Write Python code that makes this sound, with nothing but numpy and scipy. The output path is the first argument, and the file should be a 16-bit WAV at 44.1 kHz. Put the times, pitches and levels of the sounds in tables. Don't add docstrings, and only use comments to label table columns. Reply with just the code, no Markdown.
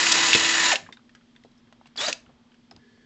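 import sys
import numpy as np
from scipy import signal
from scipy.fft import rfft, irfft
from scipy.io import wavfile
from scipy.ndimage import uniform_filter1d

SR = 44100
rng = np.random.default_rng(int(sys.argv[2]) if len(sys.argv) > 2 else 0)


def boost(x):
    u = np.asarray(x, float) / 20
    return 10 ** u


def int16_out(signal):
    q = np.round(np.clip(np.atleast_2d(signal).T, -1, 1) * 32767)
    wavfile.write(sys.argv[1], SR, q.astype(np.int16))


N = 134505
TIME = np.arange(N) / SR

# [t/s, beats counted so far]
FAN_BEATS = [(0, -17.03), (1.94, 17.5), (2.21, 22.5), (3.05, 36.93)]
# [f/Hz, density/dB per Hz]
AIR_SPECTRUM = [(25, -11), (60, -20), (140, -13.5), (240, -20), (340, -17.5), (500, -26), (3200, -33),
                (5000, -35.5), (8000, -45)]
# [f/Hz, width/Hz, level/dB]
SOCKET = [(426, 50, 4), (1715, 40, 8.5), (1936, 200, -4), (3082, 300, -6.5), (4360, 300, -5)]
# [t/s, peak/dB, ring f/Hz, t60/s, crack f/Hz]
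TICKS = [(.864, -38.5, 1665, 0.084, 1640), (.889, -36.5, 1025, 0.049, 1010), (.889, -39, 265, 0.13, 277),
         (.9245, -37, 3610, 0.1, 3700), (.925, -36, 2070, .06, 1880), (.9705, -40, 3730, 0.036, 1560),
         (.993, -53, 1300, 0.026, 1300), (1.093, -45.5, 1835, 0.053, 2200), (1.15, -43, 1642, 0.1, 1530),
         (1.15, -41.5, 3140, 0.034, 4470), (1.21, -55, 1450, 0.057, 1500), (1.352, -50, 1600, 0.03, 1610),
         (1.362, -43.5, 3550, 0.038, 2400), (1.362, -47, 1820, 0.052, 1754),
         (1.437, -43.5, 2010, 0.03, 3000), (1.448, -39, 362, 0.061, 450), (1.45, -55, 3940, .06, 3830),
         (1.516, -56, 4000, .04, 4000), (1.577, -57, 5270, 0.1, 5530), (1.672, -52.5, 1598, .035, 2200),
         (1.7252, -43, 1025, 0.032, 700), (1.7252, -41.5, 2900, 0.031, 3060),
         (1.8125, -42.5, 900, 0.027, 920), (1.8575, -41, 910, 0.033, 950), (1.8575, -44, 2786, .05, 2530),
         (2.262, -49.5, 2907, 0.033, 1300), (2.292, -48.5, 397, .11, 700), (2.518, -50.5, 3060, .04, 1992),
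         (2.543, -48.5, 1610, .04, 2600), (2.7113, -35.5, 5140, 0.03, 3850),
         (2.713, -40.5, 790, 0.037, 927), (2.718, -46.5, 300, .06, 400), (2.724, -47, 5350, 0.017, 5000),
         (2.763, -40, 5000, 0.016, 3550), (2.764, -48, 300, 0.055, 700), (2.974, -53.5, 690, 0.045, 1000)]
# [t/s, length/s, level/dB, f/Hz]
THUMPS = [
    (.0, 0.75, -52, 90),
    (.76, .15, -52, 120),
    (2.15, 0.3, -61, 90),
    (2.71, .11, -56, 110),
]
# [t/s, length/s, level/dB, f/Hz]
SCRAPES = [(.066, 0.01, -18, 2553), (.113, .019, -14, 4700), (0.189, 0.0075, -19, 3000),
           (.295, .02, -26.5, 2653), (0.341, 0.028, -19, 2987), (0.44, 0.022, -23.5, 2900),
           (2.009, .012, -26.5, 2570), (1.864, 0.017, -53.5, 2617)]
# [t/s, peak/dB, ring f/Hz, t60/s, crack f/Hz]
KNOCKS = [(.0665, -13, 2630, 0.041, 2430), (.331, -3.5, 2700, 0.043, 3050),
          (.3405, -5.5, 3510, 0.022, 3480), (.348, -7.5, 2566, 0.078, 3000), (.3495, -13, 170, 0.055, 270),
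          (.7175, -9.5, 2910, 0.026, 2950), (.7185, -14.5, 1766, 0.07, 2000),
          (.7565, -10.5, 2760, 0.039, 3020), (1.958, -38.5, 794, 0.029, 1210),
          (1.9625, -30.5, 4800, 0.016, 3460), (2.1245, -30, 3100, .02, 4870),
          (2.1275, -12.5, 2610, 0.0234, 4550)]
# [t/s, f/Hz, level/dB]
WHINE = [(1.972, 5320, -58), (1.976, 4700, -26), (1.982, 3350, -33), (2.004, 3380, -32.5),
         (2.014, 3620, -34.5), (2.04, 3780, -33.5), (2.062, 4000, -33.5), (2.069, 4780, -24),
         (2.077, 4880, -58.5)]
# [t/s, armature f/Hz, gear level/dB, commutator level/dB]
LONG_RUN = [
    (0, 330.6, -22.5, -37),
    (.3, 333.7, -21.5, -39.5),
    (.55, 329.9, -23.5, -38.5),
    (.708, 332.5, -22.5, -33),
    (.722, 285, -21.5, -23.5),
    (.738, 204.4, -22, -23),
    (.746, 170, -30, -40),
    (.762, 80, -33, -48),
    (.772, 40, -60, -73),
]
# [t/s, armature f/Hz, gear level/dB, commutator level/dB]
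BLIP = [(1.958, 4.94, -62, -83), (1.964, 8.2, -55, -66), (1.976, 44.4, -41, -77), (2.0, 107, -32.5, -47),
        (2.018, 180, -29, -42), (2.04, 203, -28, -38.5), (2.072, 250, -33, -43.5), (2.085, 215, -25.5, -26),
        (2.097, 130, -30, -43.5), (2.11, 86, -37.5, -56), (2.124, 41, -41, -76), (2.13, 20, -78, -88)]
# [multiple of armature speed, level re gears/dB, wobble/dB]
ARMATURE_ORDERS = [(6, -19.5, 4), (9, -21, 2.5), (12, -19.5, 1), (4, -24, 3.5), (5, -25, 3),
                   (2.4, -29.5, 0.5), (6.46, -25, 3.5), (7.89, -17, 3.5), (8.66, -20.5, 3.5),
                   (12.96, -26, 2.5), (17, -28, 3.5)]
# [f/Hz, density/dB per Hz]
GEAR_SPECTRUM = [(30, -29), (70, -26), (255, -10), (340, -15), (606, -12), (971, -6.5), (1720, -7),
                 (7080, -9), (8000, -18), (10400, -38.5), (17600, -120)]
# [f/Hz, width/Hz, gain/dB]
SHELL = [(1984, 110, 7), (2543, 180, 6), (2865, 120, 5.5), (3350, 250, 2.5), (3900, 460, 4),
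         (4700, 410, 3.5), (7040, 680, 5)]

FULL_SPEED_HZ = 332
FANS_HZ, FANS_DB = 239, (-63, -63.5)
AIR_DB = -62.5
RUB_S, RUB_DB = (2.73, 2.89, 3.09), -61.5
SHAFT_DB, SHAFT_LAW = -39.5, 6.0
SPINDLE_RATIO, SPINDLE_DB = 9.45, 1.2
CHUCK_HZ, CHUCK_WIDTH_HZ = 1770, 100
CHUCK_S, CHUCK_DB = (.4, .58, 1.501, 1.9), (4.5, 13, 14, 6)
ROOM_T60_S, ROOM_DB = 0.24, -10.5
LATE_T60_S, LATE_DB, LATE_TOP_HZ = 0.36, -20, 4000
TICK_DRY_DB, KNOCK_DRY_DB = -6, -5
SIDE_HZ, SIDE_DB = 6800, -24
MIC_LOW_HZ, MIC_TOP_HZ = 44.5, 7890


def level(x, db):
    return x * boost(db) / np.sqrt(np.mean(x ** 2))


def walk(rate):
    k = int(SR / rate)
    held = np.repeat(rng.standard_normal(N // k + 1), k)
    return 1.3 * uniform_filter1d(uniform_filter1d(held, k), k)[:N]


def grit(db):
    return rng.standard_normal(N) * boost(db * np.minimum(rng.exponential(size=N), 4))


def colour(x, points):
    p = np.array(points)
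    hz = np.maximum(np.arange(N // 2 + 1) * SR / N, 1)
    gain_db = np.interp(np.log(hz), np.log(p[:, 0]), p[:, 1])
    return irfft(rfft(x) * boost(gain_db), N)


def band(x, hz, width):
    return signal.lfilter(*signal.iirpeak(hz, hz / width, SR), x)


def curve(rows):
    r = np.array(rows)
    on = (TIME >= r[0, 0]) & (TIME <= r[-1, 0])
    return [np.interp(TIME, r[:, 0], column) for column in r.T[1:]] + [on]


def scrapes(rows):
    out = np.zeros(N)
    for s, length, db, hz in rows:
        progress = np.clip((TIME - s) / length, 0, 1)
        rough = level(band(grit(3.5), hz, 0.65 * hz), db)
        out += rough * np.sin(np.pi * progress ** 0.97) ** 2
    return out


def hits(rows, ring_db, crack_db, snap_db):
    size = 8192
    out, t = np.zeros(N + size), np.arange(size) / SR
    for s, db, hz, t60, crack_hz in rows:
        fade = np.exp(-np.log(1000) * t / t60)
        ring = np.sin(2 * np.pi * hz * t) * fade ** 2.0 * np.minimum(t / 0.00063, 1)
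        push = rng.standard_normal(size) * fade
        push[0] = boost(snap_db)
        width = 0.97 * crack_hz
        crack = band(band(push, crack_hz, width), crack_hz, width)
        crack /= np.abs(crack).max()
        i = int(s * SR)
        out[i:i + size] += boost(db) * (boost(ring_db) * ring + boost(crack_db) * crack)
    return out[:N]


def fans():
    beats = curve(FAN_BEATS)[0]
    out = np.zeros(N)
    for db, way in zip(FANS_DB, (-1, 1)):
        phase = 2 * np.pi * (FANS_HZ * TIME + way * beats / 2) + 0.04 * walk(4.4)
        out += np.sqrt(2) * boost(db + 0.3 * walk(10)) * np.sin(phase)
    return out


def room_air():
    air = np.zeros(N)
    for hz in 30 * 2. ** np.arange(9):
        air += band(rng.standard_normal(N), hz, hz / 1.4) * boost(1.2 * walk(4.5))
    resonance = level(band(rng.standard_normal(N), 3240, 170), -79) * boost(2 * walk(2.4))
    return level(colour(air, AIR_SPECTRUM), AIR_DB) + resonance


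def rub():
    friction = rng.standard_normal(N) * boost(1.0 * walk(45))
    x = sum(boost(db) * level(band(friction, hz, width), 0) for hz, width, db in SOCKET)
    return level(x, RUB_DB) * np.interp(TIME, RUB_S, (0, 1, .6))


def ticks():
    return hits(TICKS, ring_db=-2.5, crack_db=-2.0, snap_db=15.5)


def knocks():
    struck = hits(KNOCKS, ring_db=0, crack_db=-3, snap_db=10.0)
    return signal.lfilter(*signal.butter(2, 110, "high", fs=SR), struck)


def shaft(rows):
    hz, _, _, on = curve(rows)
    turn = 2 * np.pi * np.cumsum(hz) / SR
    strength = boost(SHAFT_DB + 1.2 * walk(25)) * (hz / FULL_SPEED_HZ) ** SHAFT_LAW
    return on * np.sqrt(2) * strength * np.sin(turn + 0.29 * walk(11))


def whine():
    hz, db, on = curve(WHINE)
    phase = 2 * np.pi * np.cumsum(hz * (1 + 0.012 * walk(400))) / SR
    return on * np.sqrt(2) * boost(db + 2.0 * walk(300)) * np.sin(phase)


def gear_rattle(hz, turn):
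    spindle = turn / SPINDLE_RATIO
    flutter = SPINDLE_DB * (np.sin(spindle) + np.cos(2 * spindle) / 2)
    teeth = grit(2.5) * boost(0.23 * walk(120) + 0.5 * walk(16) + flutter)
    chuck_gain = boost(np.interp(TIME, CHUCK_S, CHUCK_DB) + 2.0 * walk(30))
    teeth = teeth + (chuck_gain - 1) * band(teeth, CHUCK_HZ, CHUCK_WIDTH_HZ)
    shell = np.zeros(N)
    for f, width, db in SHELL:
        shell_gain = boost(db * hz / FULL_SPEED_HZ + 1.2 * walk(14))
        shell += (shell_gain - 1) * band(teeth, f, width)
    return level(colour(teeth + shell, GEAR_SPECTRUM), 0)


def speed_lines(turn):
    out = np.zeros(N)
    for k, db, wobble_db in ARMATURE_ORDERS:
        out += boost(db + wobble_db * walk(20)) * np.sin(k * (turn + 0.092 * walk(30)))
    return np.sqrt(2) * out


def commutator(turn, db):
    return np.sqrt(2) * boost(db + 1.8 * walk(40)) * np.sin(3 * turn + 0.19 * walk(35))


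def drill(rows):
    hz, gear_db, line_db, on = curve(rows)
    turn = 2 * np.pi * np.cumsum(hz) / SR
    geared = (gear_rattle(hz, turn) + speed_lines(turn)) * boost(gear_db)
    return on * (geared + commutator(turn, line_db))


def room_tail(t60, db):
    t = TIME[:SR]
    decay = np.exp(-np.log(1000) * t / t60) * (t > .002)
    return level(rng.standard_normal(SR) * decay, db) / np.sqrt(SR)


def room(x):
    late = signal.lfilter(*signal.butter(1, LATE_TOP_HZ, fs=SR), room_tail(LATE_T60_S, LATE_DB))
    tail = room_tail(ROOM_T60_S, ROOM_DB) + late
    before = x[8192:0:-1]
    return x + signal.fftconvolve(np.r_[before, x], tail)[8192:N + 8192]


def scene():
    near = drill(LONG_RUN) + drill(BLIP) + whine() + scrapes(SCRAPES) + rub()
    knock, tick = knocks(), ticks()
    knock_dry, tick_dry = boost(KNOCK_DRY_DB), boost(TICK_DRY_DB)
    mono = room(near + (1 - knock_dry) * knock + (1 - tick_dry) * tick)
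    mono = mono + knock_dry * knock + tick_dry * tick
    mono = mono + shaft(LONG_RUN) + shaft(BLIP) + scrapes(THUMPS) + fans() + room_air()
    treble = band(band(mono, SIDE_HZ, SIDE_HZ / 2), SIDE_HZ, SIDE_HZ / 2)
    side = boost(SIDE_DB) * np.roll(treble, 40)
    return np.array([mono + side, mono - side])


def roll_off(x):
    return signal.sosfilt(signal.butter(12, 8540, fs=SR, output="sos"), x)


def record(dry):
    cut = signal.sosfilt(signal.cheby1(12, .3, MIC_TOP_HZ, fs=SR, output="sos"), dry)
    cut = signal.lfilter(*signal.butter(1, MIC_LOW_HZ, "high", fs=SR), cut)
    return roll_off(cut)


dry = scene()
out = record(dry)
int16_out(out)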